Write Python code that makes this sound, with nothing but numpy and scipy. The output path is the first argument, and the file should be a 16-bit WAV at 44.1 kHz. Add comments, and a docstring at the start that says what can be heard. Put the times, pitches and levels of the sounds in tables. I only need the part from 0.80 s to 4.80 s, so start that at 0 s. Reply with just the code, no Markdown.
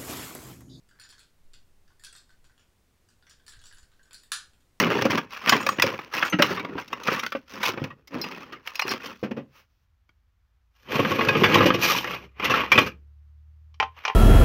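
"""Wooden nunchaku are swung and caught a few metres away in a quiet living room.
At every turn the chain links clink and knock against the sticks.
Near the end the two sticks clack together and bounce once.
A short room echo follows each contact. Underneath are a few soft thuds, a faint hiss
and a low rumble that swells with the movement."""
import sys
import numpy as np
from scipy import signal
from scipy.fft import rfft, irfft
from scipy.io import wavfile

SR = 44100
rng = np.random.default_rng(int(sys.argv[2]) if len(sys.argv) > 2 else 0)


def master(y):
    """Save y as 16-bit WAV."""
    cut = np.clip(np.atleast_2d(y).T, -1, 1)
    pcm = np.round(cut * 32767)  # scale
    wavfile.write(sys.argv[1], SR, pcm.astype(np.int16))


N = 176400

# Each hit of the chain: start_s, ring_db, knock_db, clink_db, tick_db, knock_pitch_hz
CHAIN_HITS = [(0.0892, -61, -63, -71, -63.5, 1706), (0.1111, -59, -57.5, -67, -83, 1606),
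              (0.155, -69, -63, -73, -82, 1660), (0.1886, -64, -55, -68, -80, 1710),
              (0.1982, -40, -55, -58, -49.5, 1490), (0.2135, -50, -54.5, -51.5, -53, 1550),
              (0.2373, -43, -56.5, -59, -76, 1750), (0.2499, -50, -54.5, -63, -63, 1770),
              (0.2904, -44, -63, -58, -52.5, 1760), (0.2969, -50, -66, -55, -68, 1530),
              (0.3024, -45, -62.5, -59, -55, 1800), (0.3255, -48, -53, -55, -81, 1700),
              (0.381, -46.5, -58, -66, -59, 1530), (0.393, -47.5, -67, -58, -55, 1420),
              (0.4036, -54, -65, -57.5, -61, 1450), (0.4311, -52.5, -64, -62, -68, 1570),
              (0.7342, -47, -68, -64, -55.5, 1950), (0.739, -50, -61, -52.5, -84, 1544),
              (1.0786, -57.5, -65, -70, -92, 1670), (1.1043, -80, -61.5, -71, -93, 1495),
              (1.196, -55, -59, -67, -59, 1840), (1.223, -57, -66, -71, -61, 1500),
              (1.2375, -41.5, -50.5, -49.5, -45, 1655), (1.2472, -34, -70, -51, -46.5, 1600),
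              (1.2519, -44, -76, -51, -57, 1520), (1.2661, -45, -52.5, -67, -71, 1560),
              (1.3283, -45.5, -56.5, -53, -51, 1425), (1.3515, -44, -53, -56, -69, 1570),
              (1.3635, -49, -66, -54.5, -50.5, 1470), (1.3826, -45.5, -67, -59, -58, 1670),
              (1.493, -64, -60, -65, -69, 1560), (1.504, -57, -62.5, -67, -66.5, 1510),
              (1.5261, -63, -77, -77, -74, 1520), (1.6428, -70, -63.5, -63.5, -63, 1510),
              (1.6487, -56.5, -69, -64, -73, 1600), (1.6963, -66, -61.5, -84, -83, 1570),
              (1.7149, -69, -72, -82, -81, 1660), (1.7785, -64, -66, -60.5, -66.5, 1570),
              (1.7948, -57, -67, -65, -93, 1480), (1.8091, -70, -72, -64, -83, 1520),
              (2.2875, -52.5, -66, -69, -63, 1714), (2.3012, -71, -69, -68, -66, 1490),
              (2.425, -62, -60.5, -64, -89, 1460), (2.4676, -51.5, -57.5, -56, -67, 1590),
              (2.4959, -47, -66, -63, -52.5, 1540), (2.5096, -48, -58, -58.5, -70, 1630),
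              (2.5364, -64, -73, -70, -78, 1550), (2.5974, -70, -62.5, -65, -81, 1560),
              (2.6646, -69, -80, -70, -58, 1400), (2.6649, -49, -61, -57.5, -55, 1780),
              (2.68, -38, -48, -54, -49, 1728), (2.6928, -49, -64, -57, -48, 1800),
              (2.7225, -50, -61, -51, -56, 1680), (2.734, -51, -52.5, -58.5, -68, 1600),
              (2.7665, -65, -63, -64, -64, 1860), (2.7914, -48.5, -63, -68, -72, 1620),
              (2.8149, -56, -65, -56, -58.5, 1600), (2.8391, -46, -57.5, -53.5, -51, 1490),
              (2.8563, -42, -60, -58, -47.5, 1445), (2.8668, -42.5, -60, -60, -52, 1700),
              (2.883, -49, -68, -74, -76, 1530), (2.9116, -53, -54.5, -73, -71, 1690),
              (2.9248, -52, -54, -55, -60, 1610), (2.9474, -67, -68, -65, -59, 1740),
              (2.9721, -48, -58.5, -69, -68, 1714), (2.9836, -55, -60.5, -58.5, -54.5, 1530),
              (3.0294, -53.5, -62.5, -64, -61, 1476), (3.117, -66, -67.5, -67.5, -69, 1480),
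              (3.136, -63, -66.5, -71, -79, 1530), (3.1942, -68, -57.5, -68, -78, 1600),
              (3.2308, -60, -78, -67, -61, 1670), (3.255, -58, -62.5, -73, -65.5, 1550),
              (3.2777, -78, -64, -71, -79, 1630), (3.3093, -50, -56.5, -52, -57, 1370),
              (3.3315, -39, -53.5, -57, -43, 1494), (3.3441, -36.5, -57.5, -52, -51, 1543),
              (3.3806, -48, -67, -75, -80, 1440), (3.3946, -68, -70, -62, -63, 1500),
              (3.435, -53, -62, -58.5, -55.5, 1800), (3.7338, -66, -69, -64.5, -68, 1420),
              (3.8055, -70, -74, -68.5, -70, 1630)]
# Tones of the chain and its metal caps: pitch_hz, level_db, fade_s (time to fall by 60 dB)
CHAIN_TONES = [(2585, -6, 0.013), (3346, -10, 0.06), (3660, -4.5, .02), (4357, 0.5, 0.017),
               (4595, -1, 0.02), (4810, -1, 0.019), (5400, -18.5, 0.025), (6990, 8, 0.027),
               (7460, -2.5, 0.025), (7680, -2, 0.025), (8100, -15, 0.032), (9200, 0, .02),
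               (9650, -8, 0.034), (12300, -17, 0.019)]
# A slack chain rings clearly, a taut or gripped one sounds dry: time_s, tone_gain_db
CHAIN_SLACK = [(.09, -5), (.2, 2.5), (.4, -2), (.74, 3), (1.24, -1), (1.5, -0.5), (2.29, -8.5), (2.5, -6),
               (2.68, -2.5), (2.86, -8.5), (3.25, -5), (3.34, 1), (3.45, -4)]
# Tone colour of a link's short crack: frequency_hz, gain_db
LINK_CRACK_COLOUR = [(400, -39), (1000, -23), (2200, -3), (3000, 6.5), (4400, -1.5), (5400, 8), (6300, 7.5),
                     (8000, 8.5), (10300, -9), (11500, -45), (16000, -7)]
# Tone colour of the noise in a knock on wood: frequency_hz, gain_db
KNOCK_COLOUR = [(200, -33.5), (600, -12.5), (1100, 1.5), (1550, 9.5), (1900, 3.5), (2600, -27),
                (6000, -51.5)]
# Single links that ring on their own: start_s, pitch_hz, level_db
LINK_PINGS = [(.308, 9200, -55.5), (.403, 8100, -63), (1.247, 10300, -47.5), (1.327, 8300, -47),
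              (2.499, 5830, -55), (2.511, 5300, -57), (2.927, 10400, -55), (2.945, 10600, -59),
              (3.345, 9650, -48.5), (3.434, 13600, -61)]
# Stick hitting stick, then the bounce: start_s, level_db, low_tone_gain_db
STICK_CLACKS = [(3.5186, -24, -0.5), (3.5336, -30.5, 1)]
# Tones of the sticks: pitch_hz, level_db, fade_s
STICK_TONES = [(1325, -8, .03), (1497, -1, .04), (1645, -6, .04), (1773, -2, .035), (3291, -4, .03),
               (4075, 3, .03), (4245, -4, .03), (4640, -4, .03), (4850, -3, .03), (5035, -1, .035),
               (5905, -3, .03), (6618, -1, .04), (7165, -2, .03), (7700, -2, .03), (9140, 0, .03)]
# Tone colour of wood cracking on wood: frequency_hz, gain_db
STICK_CRACK_COLOUR = [(100, -35), (300, -28), (520, -30), (780, -15.5), (1100, -4), (1550, 2.5),
                      (2000, -7.5), (2300, -10.5), (2700, -8), (3300, -1.5), (3900, -5.5), (5200, 4),
                      (6200, -11.5), (7800, -3), (8500, -7), (10500, -6.5), (12000, -17), (15500, -24)]
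# How long the room echo lasts: frequency_hz, fade_s
ROOM_FADES = [(300, 0.1), (1500, .29), (4000, 0.26), (8000, 0.26), (14000, 0.14)]
# Soft low bumps: start_s, level_db
SOFT_THUDS = [(2.725, -58.5), (2.762, -54), (2.823, -56.5), (2.92, -60), (3.019, -56)]
# Tone colour of those bumps: frequency_hz, gain_db
SOFT_THUD_COLOUR = [(15, -10), (35, 4), (65, 6.5), (125, -8), (180, -21), (500, -45), (3000, -90)]
# How the rumble of the movement rises and falls: time_s, level_db
RUMBLE_LEVELS = [(0, -62.5), (.5, -68), (.58, -50.5), (.78, -51.5), (.88, -59.5), (1.4, -66), (1.6, -56.5),
                 (1.72, -59.5), (1.9, -77), (2.6, -69.5), (2.84, -52), (2.96, -53.5), (3.09, -58.5),
                 (4, -72)]
# Tone colour of the rumble: frequency_hz, gain_db
LOW_RUMBLE_COLOUR = [(5, -4.5), (11, 0), (16, -5.5), (28, -23), (60, -41), (120, -39), (200, -57),
                     (3000, -110)]
# Tone colour of the room's steady hiss and hum: frequency_hz, gain_db
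HISS_COLOUR = [(10, -15), (22, 1), (40, 1), (85, -2), (160, -9.5), (400, -14.5), (700, -20), (1000, -21),
               (2000, -23.5), (4000, -27), (8000, -29.5), (16000, -34)]

HIT_SAMPLES, ECHO_SAMPLES = 4096, 16384


def chain():
    """Each hit rings the metal a little differently and knocks on the wood."""
    out = np.zeros(N)
    detune, scatter_db = 0.014, 2  # the grip and the link that is hit shift each tone a little
    for start_s, ring_db, knock_db, clink_db, tick_db, knock_hz in CHAIN_HITS:
        chance = rng.standard_normal((len(CHAIN_TONES), 2))
        tones = [(hz * (1 + detune * pitch_shift), db + scatter_db * level_shift, fade_s)
                 for (hz, db, fade_s), (pitch_shift, level_shift) in zip(CHAIN_TONES, chance)]
        slack_gain = gain(np.interp(start_s, *np.array(CHAIN_SLACK).T))
        strike = slack_gain * jostle(ringing(tones).sum(axis=0))
        strike += gain(-6) * crack(LINK_CRACK_COLOUR, decay_s=0.0012)
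        # Low clink, middle ring and bright tick each get their own level.
        lower, tick = split(strike, hz=6300)
        clink, ring = split(lower, hz=3950)
        metal = at_level(clink, clink_db, length_s=0.0013)
        metal += at_level(ring, ring_db, length_s=0.00029)
        metal += at_level(tick, tick_db, length_s=0.002)
        wood = jostle(fading_tone(knock_hz, fade_s=0.034))
        wood += gain(-2.5) * crack(KNOCK_COLOUR, decay_s=0.0012)
        add(out, start_s, room_echo(metal + at_level(wood, knock_db, length_s=0.0021)))
    return out


def link_pings():
    """Now and then one free link rings at its own high pitch."""
    out = np.zeros(N)
    for start_s, hz, db in LINK_PINGS:
        ping = jostle(fading_tone(hz, fade_s=0.0083))
        add(out, start_s, room_echo(at_level(ping, db, length_s=0.0011)))
    return out


def stick_clacks():
    """Wood cracks on wood and both sticks ring; the bounce is quieter."""
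    out, tones = np.zeros(N), ringing(STICK_TONES)
    for start_s, db, low_db in STICK_CLACKS:
        ring = normalise(rng.choice([-1, 1], len(tones)) @ tones)  # mix tones with random signs
        blow = ring + gain(1.5) * crack(STICK_CRACK_COLOUR, decay_s=0.0017)
        clack = colour(blow, [(1900, low_db), (3000, 0.0045)])
        add(out, start_s, room_echo(at_level(clack, db, length_s=0.0026)))
    return out


def jostle(ring):
    """A first strike and a brief scrape of tiny impacts keep a ring going."""
    t = np.arange(HIT_SAMPLES // 4) / SR
    scrape_s = 0.0015
    force = gain(0.5) * normalise(rng.standard_normal(len(t)) * np.exp(-t / scrape_s))
    force[0] += 1  # the first strike
    return normalise(signal.fftconvolve(ring, force)[:HIT_SAMPLES])


def crack(points, decay_s):
    """A hard contact makes a brief burst of noise."""
    t = np.arange(HIT_SAMPLES) / SR
    burst = rng.standard_normal(HIT_SAMPLES) * np.exp(-t / decay_s)
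    return normalise(colour(burst, points))


def ringing(tones):
    """A struck object rings with several tones at once, here one per row."""
    return np.array([gain(db) * fading_tone(hz, fade_s) for hz, db, fade_s in tones])


def fading_tone(hz, fade_s):
    """One vibration that dies away by 60 dB in fade_s."""
    t = np.arange(HIT_SAMPLES) / SR
    return np.cos(2 * np.pi * hz * t) * np.exp(-np.log(1000) * t / fade_s)


def room_echo(sound):
    """The room adds a short echo, different for every place of the swinging stick."""
    t = np.arange(ECHO_SAMPLES) / SR
    hz = np.fft.rfftfreq(ECHO_SAMPLES, 1 / SR)
    spectrum = rfft(rng.standard_normal(ECHO_SAMPLES))
    tail, build_s = 0, 0.001
    for centre_hz, fade_s in ROOM_FADES:
        band = read_curve([(f, f == centre_hz) for f, _ in ROOM_FADES], hz)
        tail = tail + irfft(spectrum * band) * np.exp(-np.log(1000) * t / fade_s)
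    response = gain(2) * normalise(tail * (1 - np.exp(-t / build_s)))
    response[0] += 1  # the sound that arrives directly
    return signal.fftconvolve(sound, response)


def soft_thuds():
    """Dull bumps swell and die quickly, probably as weight shifts on the floor."""
    out, t = np.zeros(N), np.arange(2 * HIT_SAMPLES) / SR
    swell_s = 0.0094
    for start_s, db in SOFT_THUDS:
        push = rng.standard_normal(len(t)) * t * np.exp(-t / swell_s)
        add(out, start_s, at_level(colour(push, SOFT_THUD_COLOUR), db, length_s=2 * swell_s))
    return out


def background():
    """The room hisses and hums steadily while a rumble follows the movement."""
    hiss = gain(-66.5) * noise(HISS_COLOUR)
    rumble_db = np.interp(np.arange(N) / SR, *np.array(RUMBLE_LEVELS).T)
    return hiss + gain(rumble_db) * noise(LOW_RUMBLE_COLOUR)


def noise(points):
    """Noise with the given tone colour and an average power of one."""
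    return normalise(colour(rng.standard_normal(N), points)) * np.sqrt(N)


def colour(sound, points):
    """Turn frequencies up or down along a curve of (frequency_hz, gain_db) points."""
    size = len(sound)
    gains = gain(read_curve(points, np.fft.rfftfreq(size, 1 / SR)))
    cepstrum = irfft(np.log(gains), size)
    # Fold the filter so that it rings after a hit, not before it.
    cepstrum[1:size // 2] *= 2
    cepstrum[size // 2 + 1:] = 0
    return irfft(rfft(sound) * np.exp(rfft(cepstrum)), size)


def read_curve(points, hz):
    """Read between (frequency_hz, value) points, with octaves evenly spaced."""
    frequencies, values = np.array(points).T
    return np.interp(np.log(np.maximum(hz, 1)), np.log(frequencies), values)


def split(sound, hz):
    """The parts below and above a frequency."""
    return [signal.sosfilt(signal.butter(8, hz, kind, fs=SR, output="sos"), sound)
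            for kind in ("low", "high")]


def at_level(sound, db, length_s):
    """Give a sound the energy of a level held for length_s."""
    return normalise(sound) * gain(db) * np.sqrt(length_s * SR)


def normalise(sound):
    """Scale to an energy of one."""
    return sound / np.sqrt(np.sum(sound ** 2) + 1e-30)


def gain(db):
    """Turn decibels into a multiplier."""
    return 10 ** (np.asarray(db) / 20)


def add(out, start_s, sound):
    """Mix a sound in at its start time."""
    i = int(start_s * SR)
    out[i:i + len(sound)] += sound[:max(N - i, 0)]


def scene():
    """Mix the nunchaku, the thuds and the background into one channel."""
    return (background() + stick_clacks() + soft_thuds() + chain() + link_pings())[None]


def record(dry):
    """Cut off the very highest treble."""
    top_hz = 15750
    return signal.sosfilt(signal.ellip(10, .2, 60, top_hz, fs=SR, output="sos"), dry)


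dry = scene()
out = record(dry)
master(out)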